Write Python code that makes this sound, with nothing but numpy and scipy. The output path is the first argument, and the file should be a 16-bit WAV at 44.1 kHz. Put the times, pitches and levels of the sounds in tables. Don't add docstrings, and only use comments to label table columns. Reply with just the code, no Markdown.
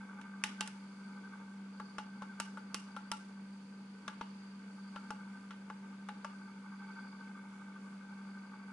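import sys
import numpy as np
from scipy import signal
from scipy.fft import rfft, irfft
from scipy.io import wavfile
from scipy.ndimage import uniform_filter1d

SR = 44100
rng = np.random.default_rng(int(sys.argv[2]) if len(sys.argv) > 2 else 0)


def rack_gain(trim_db):
    fader = np.asarray(trim_db, float)
    return 10 ** (fader / 20)


def to_wav(sig):
    pcm = np.clip(np.atleast_2d(sig), -1, 1) * 32767
    pcm = np.round(pcm).astype(np.int16)
    wavfile.write(sys.argv[1], SR, pcm.T)


N = 384552
T = np.arange(N) / SR
SHAFT_HZ = 49.02


def level(x, db):
    return x * rack_gain(db) / np.sqrt(np.mean(x ** 2))


def walk(rate):
    hold = int(SR / rate)
    steps = np.repeat(rng.standard_normal(N // hold + 1), hold)
    return 0.86 * uniform_filter1d(uniform_filter1d(steps, hold), hold)[:N]


def on_log(hz, table):
    table_hz, values = np.transpose(table)
    return np.interp(np.log(hz + 1), np.log(table_hz), values)


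def ring(x, hz, width_hz):
    b, a = signal.iirpeak(hz, hz / (2 * width_hz), fs=SR)
    return signal.lfilter(b, a, signal.lfilter(b, a, x))


def decay(t, t60):
    return np.exp(-np.log(1000) * t / t60)


def sides(pan_db):
    return rack_gain(np.array([[pan_db], [-pan_db]]) / 2)


def pulse(turns, depth, phase):
    return 1 + np.clip(depth, 0, 1) * np.cos(2 * np.pi * (SHAFT_HZ / turns * T + phase))


# order/multiples of the shaft rate, level/dB rms
MOTOR_ORDERS = [(1, -90), (2, -94), (3, -96), (4, -50), (6, -75), (8, -78.5), (10, -88), (13, -100),
                (20, -76), (52, -87.5), (130, -90.5)]


def motor():
    waver_db = 1
    hum = 0
    for order, db in MOTOR_ORDERS:
        strength = np.sqrt(2) * rack_gain(db + waver_db * walk(7.7))
        hum = hum + strength * np.sin(2 * np.pi * (order * SHAFT_HZ * T + rng.random()))
    return hum


# t/s, level/dB
CHATTER_LEVEL = [(0.0, -55.5), (0.46, -57), (0.87, -60), (1.26, -57.5), (1.41, -57.5), (1.58, -62.5),
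                 (1.85, -62), (2.01, -61), (2.35, -56.5), (2.55, -63), (3.03, -59.5), (3.3, -63),
                 (3.93, -66), (4.08, -61), (4.22, -64), (4.44, -64), (5.29, -57), (5.49, -63.5),
                 (5.83, -61), (6.09, -62.5), (6.26, -58), (6.8, -56.5), (7.07, -55), (7.38, -57.5),
                 (7.53, -58), (8.38, -60), (8.6, -56), (8.72, -58)]
# t/s, phase/throb cycles
THROB_SLIP = [(0.2, -0.3), (1.2, -0.45), (3.5, -0.45), (4.6, -0.57), (5.35, -0.84), (6.6, -0.58),
              (7.0, -0.56), (7.4, -0.34), (7.9, -0.31), (8.5, -0.6)]
# f/Hz, nominal width/Hz, relative level/dB, left minus right/dB
HOUSING_MODES = [(839, 27, -12, 6), (901, 21.4, -7.5, 2), (987, 27, -17, 2), (1132, 11, -11, -1.5),
                 (1195.5, 16, -7.5, 3), (1233, 38, -12, 0.5), (1360, 80, -10.5, 2), (1440, 48, -11.5, 4),
                 (1489, 15, -11.5, 8.5), (1549, 22.3, 0, 0), (1560, 18, -17.5, -1), (2215, 102, -12, -10.5),
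                 (3455, 82, -22.5, 3)]


def chatter():
    repeat, room_share = 0.3, 0.41
    throb_depth, throb_from_db, throb_per_db, throb_top_hz = 0.36, -59, 0.03, 2000
    turn_depth, turn_phase = 0.28, 0.38
    burst_db, burst_per_s = 1.5, 22
    clatter, lap = rng.standard_normal((3, N)), int(4 * SR / SHAFT_HZ)
    for i in range(lap, N, lap):
        clatter[0, i:i + lap] += repeat * clatter[0, i - lap:min(i, N - lap)]
    strength_db = np.interp(T, *np.transpose(CHATTER_LEVEL))
    depth = throb_depth + throb_per_db * (strength_db - throb_from_db)
    throb = pulse(4, depth, np.interp(T, *np.transpose(THROB_SLIP)))
    drive = clatter[0] + room_share * clatter[1:]
    housing = 0
    for k, (hz, width, db, pan_db) in enumerate(HOUSING_MODES):
        gain = (-1) ** k * rack_gain(db) * sides(pan_db) / np.sqrt(width)
        swing = throb if hz < throb_top_hz else 1
        housing = housing + gain * swing * ring(drive, hz, width)
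    turning = housing * pulse(1, turn_depth, turn_phase)
    return level(turning, 0) * rack_gain(strength_db + burst_db * walk(burst_per_s))


# f/Hz, nominal width/Hz, level/dB over the rubbing level
RUB_BANDS = [(4484, 150, -2), (4670, 150, 3.5), (6490, 120, -13), (8690, 130, -8)]
# t/s, level/dB
RUB_LEVEL = [(0.0, -83), (0.82, -74), (1.63, -82), (1.85, -72), (2.11, -79), (2.69, -77.5), (4.01, -78.5),
             (4.44, -73), (4.66, -79), (4.93, -75.5), (5.9, -83), (6.39, -76), (6.66, -81), (7.09, -73.5),
             (7.55, -86), (7.85, -81), (8.05, -83), (8.3, -76.5), (8.72, -81)]


def rub():
    wander_db = 2
    scrape = rng.standard_normal((2, N)) * pulse(1, 0.3, -0.075) * pulse(2, 0.3, 0.32)
    bands = 0
    for hz, width, db in RUB_BANDS:
        band = level(ring(scrape, hz, width), db)
        bands = bands + band * rack_gain(wander_db * walk(3.16))
    return bands * rack_gain(np.interp(T, *np.transpose(RUB_LEVEL)))


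# f/Hz, relative level/dB per Hz
AIR_AND_HUM_SPECTRUM = [(25, -37), (60, -35), (120, -19.5), (170, -12), (205, -2.5), (260, -10),
                        (330, -18.5), (390, -20), (450, -16.5), (620, -24), (1100, -21.5), (1800, -26),
                        (2600, -27.5), (4000, -33.5), (5600, -35), (7500, -36.5), (11500, -42)]
# f/Hz, likeness/0-1
AIR_AND_HUM_LIKENESS = [(60, 0.96), (270, 1), (560, 0.67), (1200, 0), (2500, 0), (5300, 0)]
# f/Hz, left minus right/dB
AIR_AND_HUM_LEAN = [(210, 0), (340, 4.5), (600, 1.5), (2000, -0.5), (11000, -2)]


def air_and_hum_skirt():
    total_db, flicker_db, swell_db = -58.5, 1.5, 0.5
    hz = np.fft.rfftfreq(N, 1 / SR)
    alike = np.clip(on_log(hz, AIR_AND_HUM_LIKENESS), 0, 1)
    noise = rfft(rng.standard_normal((2, N))) * rack_gain(on_log(hz, AIR_AND_HUM_SPECTRUM))
    mid, side = noise * np.sqrt([1 + alike, 1 - alike])
    lean = rack_gain(np.outer([.5, -.5], on_log(hz, AIR_AND_HUM_LEAN)))
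    both = np.array([mid + side, mid - side]) * lean
    out = 0
    for octave in range(5, 15):
        share = np.clip(1 - abs(np.log2(hz + 32) - octave), 0, 1)
        swing_db = flicker_db * walk(10) + swell_db * walk(1.343)
        out = out + irfft(both * share, N) * rack_gain(swing_db)
    return level(out, total_db)


SNAP_T = T[:SR // 7]
PITCH_SCATTER, DOME_SCATTER_DB = 0.008, 1.5
BOUNCE_S = 0.003626
THUD_TOP_HZ, CRACK_TOP_HZ = 800, 5000


def finger_push():
    push_s, case_top_hz, bounce_gain = 0.00017, 2320, 0.5
    force = 0
    for gain, late in ((1, 0), (bounce_gain, BOUNCE_S)):
        force = force + gain * np.sin(np.pi * np.clip((SNAP_T - late) / push_s, 0, 1))
    return signal.lfilter(*signal.butter(4, case_top_hz, fs=SR), force)


# f/Hz, relative level/dB, t60/s
CASE_MODES = [(60, -20, 0.023), (460, 1.5, 0.041), (610, 1.5, 0.02), (692, 5.5, 0.026), (855, -3.5, 0.13),
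              (934, 2, 0.1), (1030, 7.5, 0.017), (1213, 6, 0.063), (1379, -0.5, 0.072), (1384, 5.5, 0.03),
              (1483, 1, 0.1), (1653, -2.5, 0.047), (1700, 4, 0.013), (1274, 12, 0.0092), (2100, 2, 0.011)]


def case_ring(push):
    mode_scatter_db = 4.5
    flutter_db, flutter_per_s, flutter_grow_s = 4, 150, 0.015
    hz, db, t60 = np.transpose(CASE_MODES)
    count = len(hz)
    gain = rack_gain(db + mode_scatter_db * rng.standard_normal(count)) * (-1) ** np.arange(count)
    pitch = hz * (1 + PITCH_SCATTER * rng.standard_normal(count))
    tones = np.sin(2 * np.pi * np.outer(pitch, SNAP_T))
    modes = gain[:, None] * tones * decay(SNAP_T, t60[:, None])
    knots = np.arange(0, SNAP_T[-1], 1 / flutter_per_s)
    flutter = rng.standard_normal((count, len(knots))) * np.minimum(knots / flutter_grow_s, 1)
    modes = modes * rack_gain([np.interp(SNAP_T, knots, flutter_db * row) for row in flutter])
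    parts = []
    for part in (hz < THUD_TOP_HZ, hz > THUD_TOP_HZ):
        mono = modes[part].sum(axis=0)
        parts.append(signal.lfilter(push[:len(SNAP_T) // 10], 1, np.tile(mono, (3, 1))))
    return parts


# f/Hz, nominal width/Hz, relative level/dB, t60/s
DOME_BANDS = [(2100, 1160, 12.5, 0.028), (2900, 630, 5.5, 0.032), (3670, 600, 0, 0.059),
              (5160, 1430, 3.5, 0.015), (7930, 3200, -1, 0.015), (10200, 11000, 1.5, 0.017)]


def dome_burst(crack_db, tick_db, rattle_db):
    rise_s, flip_s, flip_gain, bounce_gain, alike = 0.0002, 0.0007, 2.2, 0.29, 0.51
    rattle_t60_s, rattle_per_s, grain_db = 0.17, 350, 5
    soft_flip, dull_per_octave = 0.82, 0.28
    t = SNAP_T
    flip = flip_gain * rack_gain(soft_flip * crack_db) * np.exp(-t / flip_s)
    bounce = bounce_gain / rack_gain(soft_flip * crack_db / 2) * np.exp(-abs(t - BOUNCE_S) / flip_s)
    shared, *own = rng.standard_normal((3, len(t)))
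    noise = alike * shared + (1 - alike) * np.array(own)
    burst = noise * (1 - np.exp(-t / rise_s)) * (1 + flip + bounce)
    rattle = rack_gain(rattle_db) * decay(t, rattle_t60_s)
    patches = np.arange(0, t[-1], 1 / rattle_per_s)
    crack, tick = 0, 0
    for hz, width, db, t60 in DOME_BANDS:
        patch_db = grain_db * np.clip(rng.standard_normal(len(patches)), -2, 1)
        grains = rack_gain(np.interp(t, patches, patch_db))
        near = burst * decay(t, t60) + noise * rattle * grains
        all_round = np.sqrt(t60 * SR) * (t == 0)
        tilt_db = dull_per_octave * tick_db * np.log2(hz / CRACK_TOP_HZ)
        gain = rack_gain(db + tilt_db + DOME_SCATTER_DB * rng.standard_normal()) / np.sqrt(width)
        band = gain * ring(np.vstack([near, all_round]), hz, width)
        if hz < CRACK_TOP_HZ:
            crack = crack + band
        else:
            tick = tick + band
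    return crack, tick


# f/Hz, level/dB over the crack's peak before the snap's cap level, t60/s
CAP_RINGS = [(2630, -30, 0.2), (2740, -27, 0.19), (2870, -26, 0.25), (3150, -29, 0.15), (4190, -27, 0.09),
             (4490, -31, 0.12), (4825, -31, 0.12)]


def cap_ring():
    rings = 0
    for hz, db, t60 in CAP_RINGS:
        gain = rack_gain(db + DOME_SCATTER_DB * rng.standard_normal())
        pitch = hz * (1 + PITCH_SCATTER * rng.standard_normal())
        rings = rings + gain * np.sin(2 * np.pi * pitch * SNAP_T) * decay(SNAP_T, t60)
    return rings


# t/s, knock level/dB, crack level/dB over knock, tick level/dB over crack,
# rattle level/dB over the burst
PRESSES = [(0.214, -55.5, -1.5, -5.5, -17), (0.438, -36, 3.5, -2.5, -12), (1.799, -38.5, -19, -5, -20),
           (2.22, -39.5, -17.5, -4.5, -4), (2.572, -39.5, -20.5, -4, 1), (2.964, -38, -15, -5.5, -7),
           (4.079, -35, -9.5, -6, -17), (4.96, -40, -13, -9, -14), (5.507, -44.5, -10.5, -9, -1),
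           (6.087, -37.5, -13.5, -8, -11)]
RELEASES_AND_BOUNCE = [(0.608, -36, -1, 0.3, -24), (0.675, -50.5, 0, 4, -22), (1.983, -35, -12, -5.5, -14),
                       (2.4, -35.5, -7, 5, -20), (2.744, -38, -3, 4, -21), (3.116, -34, -7.5, 3.5, -29),
                       (4.211, -34, -16.5, -9, -9), (5.105, -35.5, -17, 0.5, -20),
                       (5.7, -39.5, -19.5, -5.5, -16), (6.246, -35.5, -16.5, -2.5, -13)]
# level/dB against its column, left minus right/dB
SNAP_PARTS = [(5, -1), (-5.5, 2.5), (0, -2.5), (0.5, -2.5)]


def snaps():
    pressed, let_go = (-24.5, -11, 1.1), (-21, 0.082, -0.18)
    out, push = np.zeros((3, N + SR)), finger_push()
    events = [(row, pressed) for row in PRESSES] + [(row, let_go) for row in RELEASES_AND_BOUNCE]
    for (s, knock_db, crack_db, tick_db, rattle_db), (thud_db, cap_db, pan_db) in events:
        thud, knock = case_ring(push)
        crack, tick = dome_burst(crack_db, tick_db, rattle_db)
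        crack[:2] += rack_gain(cap_db) * cap_ring() * abs(crack[:2]).max()
        sounds, over_knock_db = (thud, knock, crack, tick), (thud_db, 0, crack_db, crack_db + tick_db)
        i = int(s * SR)
        for sound, over_db, (part_db, lean_db) in zip(sounds, over_knock_db, SNAP_PARTS):
            rms = np.sqrt(np.mean(sound[:, :SR // 100] ** 2, axis=1, keepdims=True))
            size = rack_gain(knock_db + over_db + part_db) / rms
            gains = np.vstack([sides(pan_db + lean_db), [1]])
            out[:, i:i + len(SNAP_T)] += gains * sound * size
    return out[:, :N]


def ports(x):
    lag_s = .00003
    shift = np.exp(-2j * np.pi * np.fft.rfftfreq(N, 1 / SR) * lag_s)
    return np.array([x[0], irfft(rfft(x[1]) * shift, N)])


# level/dB, t60/s, delay/s, top f/Hz
ROOM_ECHOES = [(-12, 0.065, 0.0028, 21000), (-15, 0.43, 0.019, 7900)]


def room(x):
    low_hz, patch_per_s, patch_db = 487, 200, 2
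    t, tail = T[:SR // 3], 0
    for db, t60, delay, top_hz in ROOM_ECHOES:
        echo = rng.standard_normal((2, len(t))) * decay(t, t60) * (t > delay)
        patches = np.arange(0, t[-1], 1 / patch_per_s)
        echo = echo * rack_gain(np.interp(t, patches, patch_db * rng.standard_normal(len(patches))))
        echo = signal.lfilter(*signal.butter(1, (low_hz, top_hz), "band", fs=SR), echo)
        tail = tail + rack_gain(db) * echo / np.sqrt((echo ** 2).sum(axis=1, keepdims=True))
    return signal.fftconvolve(x, tail, axes=1)[:, :N]


def scene():
    fan = motor() + rub() + air_and_hum_skirt()
    rattling = chatter()
    buttons = snaps()
    return ports(buttons[:2] + rattling) + room(buttons[2:]) + fan


def band_limit(x):
    return signal.sosfilt(signal.butter(12, 11780, fs=SR, output="sos"), x)


def record(dry):
    top_hz = 10970
    steep = signal.ellip(12, .3, 70, top_hz, fs=SR, output="sos")
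    mix = signal.sosfilt(steep, dry)
    return band_limit(mix)


dry = scene()
out = record(dry)
to_wav(out)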